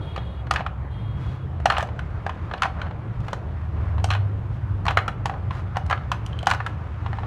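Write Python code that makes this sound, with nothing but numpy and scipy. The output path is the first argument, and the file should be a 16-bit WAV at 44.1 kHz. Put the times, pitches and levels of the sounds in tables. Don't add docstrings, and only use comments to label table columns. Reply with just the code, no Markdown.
import sys
import numpy as np
from scipy import signal
from scipy.fft import rfft, irfft
from scipy.io import wavfile
from scipy.ndimage import uniform_filter1d

SR = 44100
rng = np.random.default_rng(int(sys.argv[2]) if len(sys.argv) > 2 else 0)


def linear_from_db(decibels):
    return 10 ** (np.asarray(decibels, float) / 20)


def int16_out(signal):
    q = np.round(np.clip(np.atleast_2d(signal).T, -1, 1) * 32767)
    wavfile.write(sys.argv[1], SR, q.astype(np.int16))


N = 320166


def unit_rms(x):
    return x / np.sqrt(np.mean(x ** 2) + 1e-20)


def unit_peak(x):
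    return x / abs(x).max()


def read_spectrum(points, hz):
    f, value = np.transpose(points)
    return np.interp(np.log(hz + 1), np.log(f + 1), value)


def level_curve(rows):
    t, db = np.transpose(rows)
    return np.interp(np.arange(N) / SR, t, db)


def add(mix, start_s, sound):
    part = mix[round(start_s * SR):][:len(sound)]
    part += sound[:len(part)]


def colour(x, spectrum):
    gain_db = read_spectrum(spectrum, np.fft.rfftfreq(len(x), 1 / SR))
    return irfft(rfft(x) * linear_from_db(gain_db), len(x))


def tilt(spectrum, db_per_octave, pivot_hz):
    return [(f, db + db_per_octave * np.log2(f / pivot_hz)) for f, db in spectrum]


def resonate(x, hz, width_hz):
    turn = np.exp(2j * np.pi * np.cumsum(hz * np.ones(len(x))) / SR)
    r = np.exp(-np.pi * width_hz / SR)
    return 2 * (turn * signal.lfilter([1 - r], [1, -r], x / turn + 1e-18)).real


def ring_modes(modes, t, luck, spread_db, detune):
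    total = 0
    for k, (hz, db, t60) in enumerate(modes):
        level_db = db + spread_db * luck[2 * k] - 60 * t / t60
        mode_hz = hz * (1 + detune * luck[2 * k + 1])
        total = total + linear_from_db(level_db) * np.sin(2 * np.pi * mode_hz * t)
    return total


def dense_modes(spectrum, t, t60, noise):
    return unit_peak(colour(noise, spectrum) * linear_from_db(-60 * t / t60))


# f/Hz, level/dB per Hz
AIR_SPECTRUM = [(18, -22.5), (31, -9.5), (41, -21.5), (62, 1), (100, -2), (140, -6.5), (185, -8),
                (240, -22), (290, -15.5), (380, -20), (1220, -25.5), (3160, -44.5), (4940, -59.5),
                (15500, -75)]


def air():
    frames, hz = N // 512 + 5, np.fft.rfftfreq(2048, 1 / SR)
    a, b, patches = rng.standard_normal((frames, 1025, 3)).T
    patches = unit_rms(uniform_filter1d(uniform_filter1d(patches, 20, 0), 8, 1))
    z = (a + 1j * b) * linear_from_db(read_spectrum(AIR_SPECTRUM, hz)[:, None] + 1.85 * patches)
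    wash = signal.istft(z, nperseg=2048, noverlap=1536)[1][:N]
    return linear_from_db(-33) * unit_rms(wash)


# t/s, level/dB
TRAFFIC_LEVEL = [(0, -35), (1.2, -34), (2, -37.5), (3.3, -37), (4, -33), (4.9, -32), (6, -32.5),
                 (6.6, -36.5), (7.26, -34.5)]


def drone(hz, width_hz, level_db):
    boom = resonate(resonate(rng.standard_normal(N), hz, width_hz), hz, width_hz)
    walls = signal.butter(4, 50, "high", fs=SR, output="sos")
    return linear_from_db(level_curve(TRAFFIC_LEVEL) + level_db) * unit_rms(signal.sosfilt(walls, boom))


# start/s, length/s, level/dB, first f/Hz, last f/Hz
ENGINE_PASSES = [(0, 0.64, -32, 64.05, 67.9), (0, 0.69, -40, 108, 109.8), (0.681, 0.58, -34.5, 69.6, 59.6),
                 (.9, 0.82, -34.5, 129, 133), (.95, 0.27, -31, 107.5, 103.2),
                 (1.377, 0.32, -32.5, 85.4, 81.5), (1.551, 0.36, -40, 62.8, 61),
                 (2.079, 0.4, -34, 91.6, 86), (2.401, 0.47, -37, 73.4, 72.3),
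                 (2.903, 0.47, -33.5, 109.4, 112), (3, 0.54, -40, 132.7, 138.3),
                 (3.399, 0.45, -30.5, 81.7, 76.1), (3.698, 0.48, -24.5, 74.8, 78.9),
                 (3.801, 0.72, -24, 99.46, 99.2), (4.363, 0.32, -31, 104, 109.7), (4.4, .7, -32, 72.86, 73),
                 (4.583, .5, -26, 99.2, 97.3), (5.098, 0.98, -36.5, 119, 113.5),
                 (5.198, 0.82, -31.5, 93.85, 89.86), (6.05, 0.26, -33, 62.5, 61.7),
                 (5.997, 0.88, -33.5, 112.6, 110.5), (6.749, 0.52, -34, 80.4, 88.1),
                 (6.9, .45, -32.5, 109.5, 108.7), (6.8, 0.61, -40.5, 63.8, 64.9)]


def engine_passes():
    out = np.zeros(N)
    for start_s, length_s, db, first_hz, last_hz in ENGINE_PASSES:
        part = np.linspace(0, 1, round(length_s * SR))
        wobble = unit_rms(uniform_filter1d(rng.standard_normal((2, len(part))), 4000))
        hz = first_hz + (last_hz - first_hz) * part + 0.61 * wobble[0]
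        swell = np.sin(np.pi * part) ** 0.52 * linear_from_db(db + 1.05 * wobble[1])
        add(out, start_s, swell * np.sqrt(2) * np.sin(2 * np.pi * np.cumsum(hz) / SR))
    return out


# start/s, length/s, level/dB, eighth harmonic
# first f/Hz, last f/Hz
HORN_CALLS = [
    (0, .43, -50.5, 3290, 3310),
    (.9, .3, -55.5, 3200, 3300),
    (1.2, .26, -57.5, 3340, 3340),
    (6.26, .22, -60, 3150, 3150),
]
# multiple of fundamental, level/dB
HORN_HARMONICS = [(6, -13), (7, -10), (8, 0), (9, -10), (10, -15), (11, -22)]


def far_horn():
    out = np.zeros(N)
    for start_s, length_s, db, first_hz, last_hz in HORN_CALLS:
        part = np.linspace(0, 1, round(length_s * SR))
        turns = np.cumsum(first_hz + (last_hz - first_hz) * part) / 8 / SR
        echo_noise = rng.standard_normal(2 * len(part))
        echo = resonate(echo_noise, 0, width_hz=55).reshape(2, -1)
        lines = 0
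        for k, level_db in HORN_HARMONICS:
            in_phase = .8 + .6 * unit_rms(np.roll(echo[0], 900 * k))
            quadrature = .6 * unit_rms(np.roll(echo[1], 900 * k))
            phase = 2 * np.pi * k * turns
            lines = lines + linear_from_db(level_db) * (in_phase * np.sin(phase) + quadrature * np.cos(phase))
        hiss = resonate(resonate(rng.standard_normal(len(part)), 9100, 800), 9100, 800)
        envelope = signal.windows.tukey(len(part), .12) * linear_from_db(db - 8 * part ** 2)
        add(out, start_s, envelope * (lines + linear_from_db(-27) * unit_rms(hiss)))
    return out


# f/Hz, t60/s
ROOM_DECAY = [(300, 0.79), (1000, 0.28), (3000, 0.26), (8000, 0.19), (16000, 0.27)]


def room(x):
    taps = np.zeros(SR // 2)
    at = np.arange(120, len(taps) - 20, 20)
    taps[at + rng.integers(0, 20, len(at))] = rng.choice([-1., 1.], len(at))
    hz, t, z = signal.stft(taps, SR, nperseg=256)
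    decay = linear_from_db(-60 * t / read_spectrum(ROOM_DECAY, hz)[:, None])
    tail = signal.istft(z * decay, SR, nperseg=256)[1]
    return signal.fftconvolve(x, tail / np.linalg.norm(tail))[:N]


# t/s, tick level/dB, ring level/dB
TILE_BOUNCES = [
    (6.263, -31.5, -36),
    (6.3307, -51, -36.5),
    (6.39, -33.5, -29),
    (6.4287, -35, -38),
    (6.459, -35, -40),
]
# f/Hz, level/dB, t60/s
TILE_MODES = [(3100, 11, 0.013), (3200, -16, 0.2), (5430, -20, 0.013), (12900, -47, 0.038)]
# f/Hz, level/dB per Hz
CRACK_SPECTRUM = [(1200, -74), (2600, 4), (4300, 4), (6500, 0), (9000, -8.5), (12000, -19.5),
                  (15500, -27.5), (16600, -82)]


def tile_bounces():
    out, t = np.zeros(N), np.arange(4096) / SR
    rise = np.minimum(t / 0.0005, 1)
    for start_s, tick_db, ring_db in TILE_BOUNCES:
        noise = rng.standard_normal(len(t))
        tick = colour(noise, CRACK_SPECTRUM) * rise * linear_from_db(-60 * t / 0.012)
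        ring = rise * ring_modes(TILE_MODES, t, noise, 1.1, 0.0031)
        add(out, start_s, linear_from_db(tick_db) * unit_peak(tick))
        add(out, start_s, linear_from_db(ring_db + 5) * unit_peak(ring))
    return out


# t/s, level/dB
SHUFFLE_LEVEL = [(0, -56), (.34, -63), (.95, -74), (1.2, -59), (1.6, -57.5), (2.6, -48.5), (2.9, -59),
                 (3.15, -54), (4.8, -56.5), (5.6, -54), (6.4, -49.5), (6.67, -48), (6.8, -52.5),
                 (7.26, -46.5)]
# f/Hz, level/dB per Hz
SCRAPE_SPECTRUM = [(100, -57), (300, -26.5), (600, 3), (1200, 8.5), (2500, -4), (4000, -14), (7000, -25.5),
                   (10000, -36), (15000, -43)]
# start/s, length/s, level/dB, tilt/dB per octave
PUCK_SKIDS = [(1.128, 0.29, -48.5, 2), (2.72, 0.2, -39, -4.5), (3.21, 0.14, -49.5, 2.5),
              (3.71, 0.28, -44.5, -3), (4.495, .1, -56.5, 3), (5.277, 0.12, -37.5, -10.5),
              (5.492, 0.15, -43, 1.5), (1.8, 0.033, -47, 5), (5.74, 0.061, -38, -3.5),
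              (4.045, 0.026, -49, 1)]
# start/s, length/s, level/dB
PUCK_RATTLES = [(0.515, 0.12, -35), (1.702, 0.13, -31.5), (2.611, 0.071, -29.5), (4.103, 0.088, -35.5),
                (4.881, 0.056, -30.5), (5.892, 0.08, -39), (6.457, 0.092, -31.5)]


def slides():
    size_db = 2.2 * np.minimum(rng.exponential(1, N), 4)
    grains_per_s = 5000
    grains = rng.standard_normal(N) * linear_from_db(size_db) * (rng.random(N) < grains_per_s / SR)
    out = linear_from_db(level_curve(SHUFFLE_LEVEL) + 1) * unit_rms(colour(grains, SCRAPE_SPECTRUM))
    rattles = [(*row, -1.5) for row in PUCK_RATTLES]
    for start_s, length_s, db, tilt_db in [*PUCK_SKIDS, *rattles]:
        part = grains[::-1][round(start_s * SR):][:round(length_s * SR)]
        scrape = unit_rms(colour(part, tilt(SCRAPE_SPECTRUM, tilt_db, 1000)))
        add(out, start_s, linear_from_db(db) * scrape * signal.windows.tukey(len(part), .7))
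    return out


# t/s, body level/dB, body f/Hz, crack level/dB
PUCK_CLACKS = [(.559, -17, 1670, -43), (1.767, -19, 1270, -65), (2.578, -36.5, 710, -56),
               (2.632, -15.5, 1510, -37), (2.815, -25.5, 1520, -52), (4.103, -17, 1140, -32.5),
               (4.112, -22.5, 1500, -37.5), (4.124, -24, 1510, -51), (4.135, -26, 1580, -44),
               (4.881, -13.5, 853, -38.5), (4.987, -20.5, 1160, -49), (5.976, -37, 1260, -64),
               (6.511, -13.5, 1420, -30.5)]
GATE_GLANCES = [(0.161, -24, 1194, -51), (.177, -24.5, 550, -59), (1.7, -9.5, 1260, -29),
                (1.991, -25, 1530, -50), (2.536, -20.5, 694, -48), (2.62, -10, 1310, -29),
                (4.041, -17.5, 662, -27.5), (4.149, -20.5, 946, -46.5), (4.864, -18.5, 1050, -42),
                (4.971, -7, 1290, -30), (5.079, -17, 1350, -39.5), (6.116, -13, 1060, -34.5),
                (6.501, -20, 1350, -28.5), (6.663, -19, 1334, -41)]
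RAIL_KNOCKS = [(.468, -31, 600, -58), (0.509, -10, 1248, -28), (.537, -23, 1090, -37),
               (0.592, -25.5, 1070, -58), (.663, -18, 1310, -50), (1.656, -5, 730, -29),
               (1.721, -17, 704, -41), (1.781, -14, 745, -34.5), (1.806, -19.5, 1760, -47),
               (1.826, -19, 665, -40.5), (1.887, -30, 620, -62), (2.293, -21.5, 1050, -49),
               (3.203, -38, 560, -57.5), (3.282, -25.5, 820, -51), (3.33, -18, 585, -38),
               (3.98, -27, 1105, -62), (3.998, -33.5, 900, -61), (5.256, -15.5, 830, -34.5),
               (5.507, -23.5, 1040, -53), (5.862, -35, 574, -52), (5.898, -20.5, 880, -40),
               (5.909, -16, 1070, -41), (5.926, -10.5, 1267, -49), (6.469, -6, 831, -26.5),
               (6.535, -21, 875, -38.5), (7.061, -23.5, 1050, -62)]
BOARD_THUDS = [(0.606, -20, 784, -61), (1.6, -32, 616, -58), (1.795, -20.5, 790, -52),
               (1.871, -35, 673, -59), (2.264, -17.5, 737, -44.5), (2.512, -24.5, 1180, -64),
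               (2.654, -18, 743, -55), (2.866, -31.5, 696, -74), (2.909, -29, 850, -70),
               (4.087, -30.5, 1235, -50), (4.853, -25, 840, -44), (4.907, -20.5, 1060, -44),
               (5.058, -35, 864, -66), (5.295, -19.5, 784, -53), (5.338, -32, 796, -72),
               (5.768, -14, 703, -39.5), (5.758, -25, 1000, -66), (6.139, -28, 1000, -60),
               (6.43, -25.5, 603, -50), (6.494, -27, 780, -39), (6.522, -21, 1040, -55),
               (6.546, -26, 840, -44), (6.602, -20, 1110, -58), (7.129, -23, 830, -58),
               (7.185, -24, 846, -67), (7.232, -26.5, 790, -74)]
# puck ring re body level/dB, body t60/s
BLOW_KINDS = [
    (-2, 0.04),
    (-8, 0.045),
    (-11.5, 0.045),
    (-14.5, 0.038),
]
# f/Hz, level/dB
BOARD_SPECTRUM = [(100, -64.5), (350, -15.5), (540, -10.5), (720, -2), (1300, -5), (1900, -9),
                  (2400, -24.5), (4000, -61.5)]
# f/Hz, level/dB
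PUCK_SPECTRUM = [(900, -73), (1800, -11.5), (2300, 3.5), (3000, 3.5), (3800, -6), (4600, -19), (5600, -20),
                 (9000, -54)]
# f/Hz, level/dB, t60/s
PUCK_MODES = [(2690, 1, 0.0068), (4233, -7, 0.022)]


def knocks():
    out, t = np.zeros(N), np.arange(4096) / SR
    high_pass = signal.butter(2, 480, "high", fs=SR, output="sos")
    rise = np.minimum(t / 0.002, 1) ** 1.35
    blow_lists = (PUCK_CLACKS, GATE_GLANCES, RAIL_KNOCKS, BOARD_THUDS)
    for blows, (ring_db, t60) in zip(blow_lists, BLOW_KINDS):
        for start_s, body_db, hz, crack_db in blows:
            luck, noise = rng.standard_normal(4), rng.standard_normal((3, len(t)))
            spot = linear_from_db(-60 * t / (0.38 * t60)) * np.sin(2 * np.pi * hz * t)
            board_spectrum = tilt(BOARD_SPECTRUM, 4.5 * np.log2(hz / 950), 950)
            board = dense_modes(board_spectrum, t, 1.09 * t60, noise[0])
            body = signal.sosfilt(high_pass, rise * (spot + 0.59 * board))
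            puck = .5 * ring_modes(PUCK_MODES, t, luck, 2.1, 0.041)
            puck = puck + dense_modes(PUCK_SPECTRUM, t, 0.79 * t60, noise[1])
            crack = dense_modes(CRACK_SPECTRUM, t, 0.017, noise[2])
            crack = crack + 0.094 * dense_modes(CRACK_SPECTRUM, t, 0.071, noise[0])
            add(out, start_s, linear_from_db(body_db + 3) * unit_peak(body))
            add(out, start_s, linear_from_db(body_db + ring_db + 2) * unit_peak(rise * puck))
            add(out, start_s, linear_from_db(crack_db + 9) * unit_peak(rise * crack))
    return out


def scene():
    street = air() + drone(75, 36, -1.9) + drone(111.2, 40, -1.6) + engine_passes()
    game = far_horn() + tile_bounces() + slides() + knocks()
    return (street + game + linear_from_db(-10.5) * room(game))[None]


def band_limit(x):
    return signal.sosfilt(signal.butter(12, 16520, fs=SR, output="sos"), x)


def record(dry):
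    low_pass = signal.firwin(255, 16250, window=("kaiser", 8), fs=SR)
    mix = signal.oaconvolve(dry, low_pass[None], "same")
    return band_limit(mix)


dry = scene()
out = record(dry)
int16_out(out)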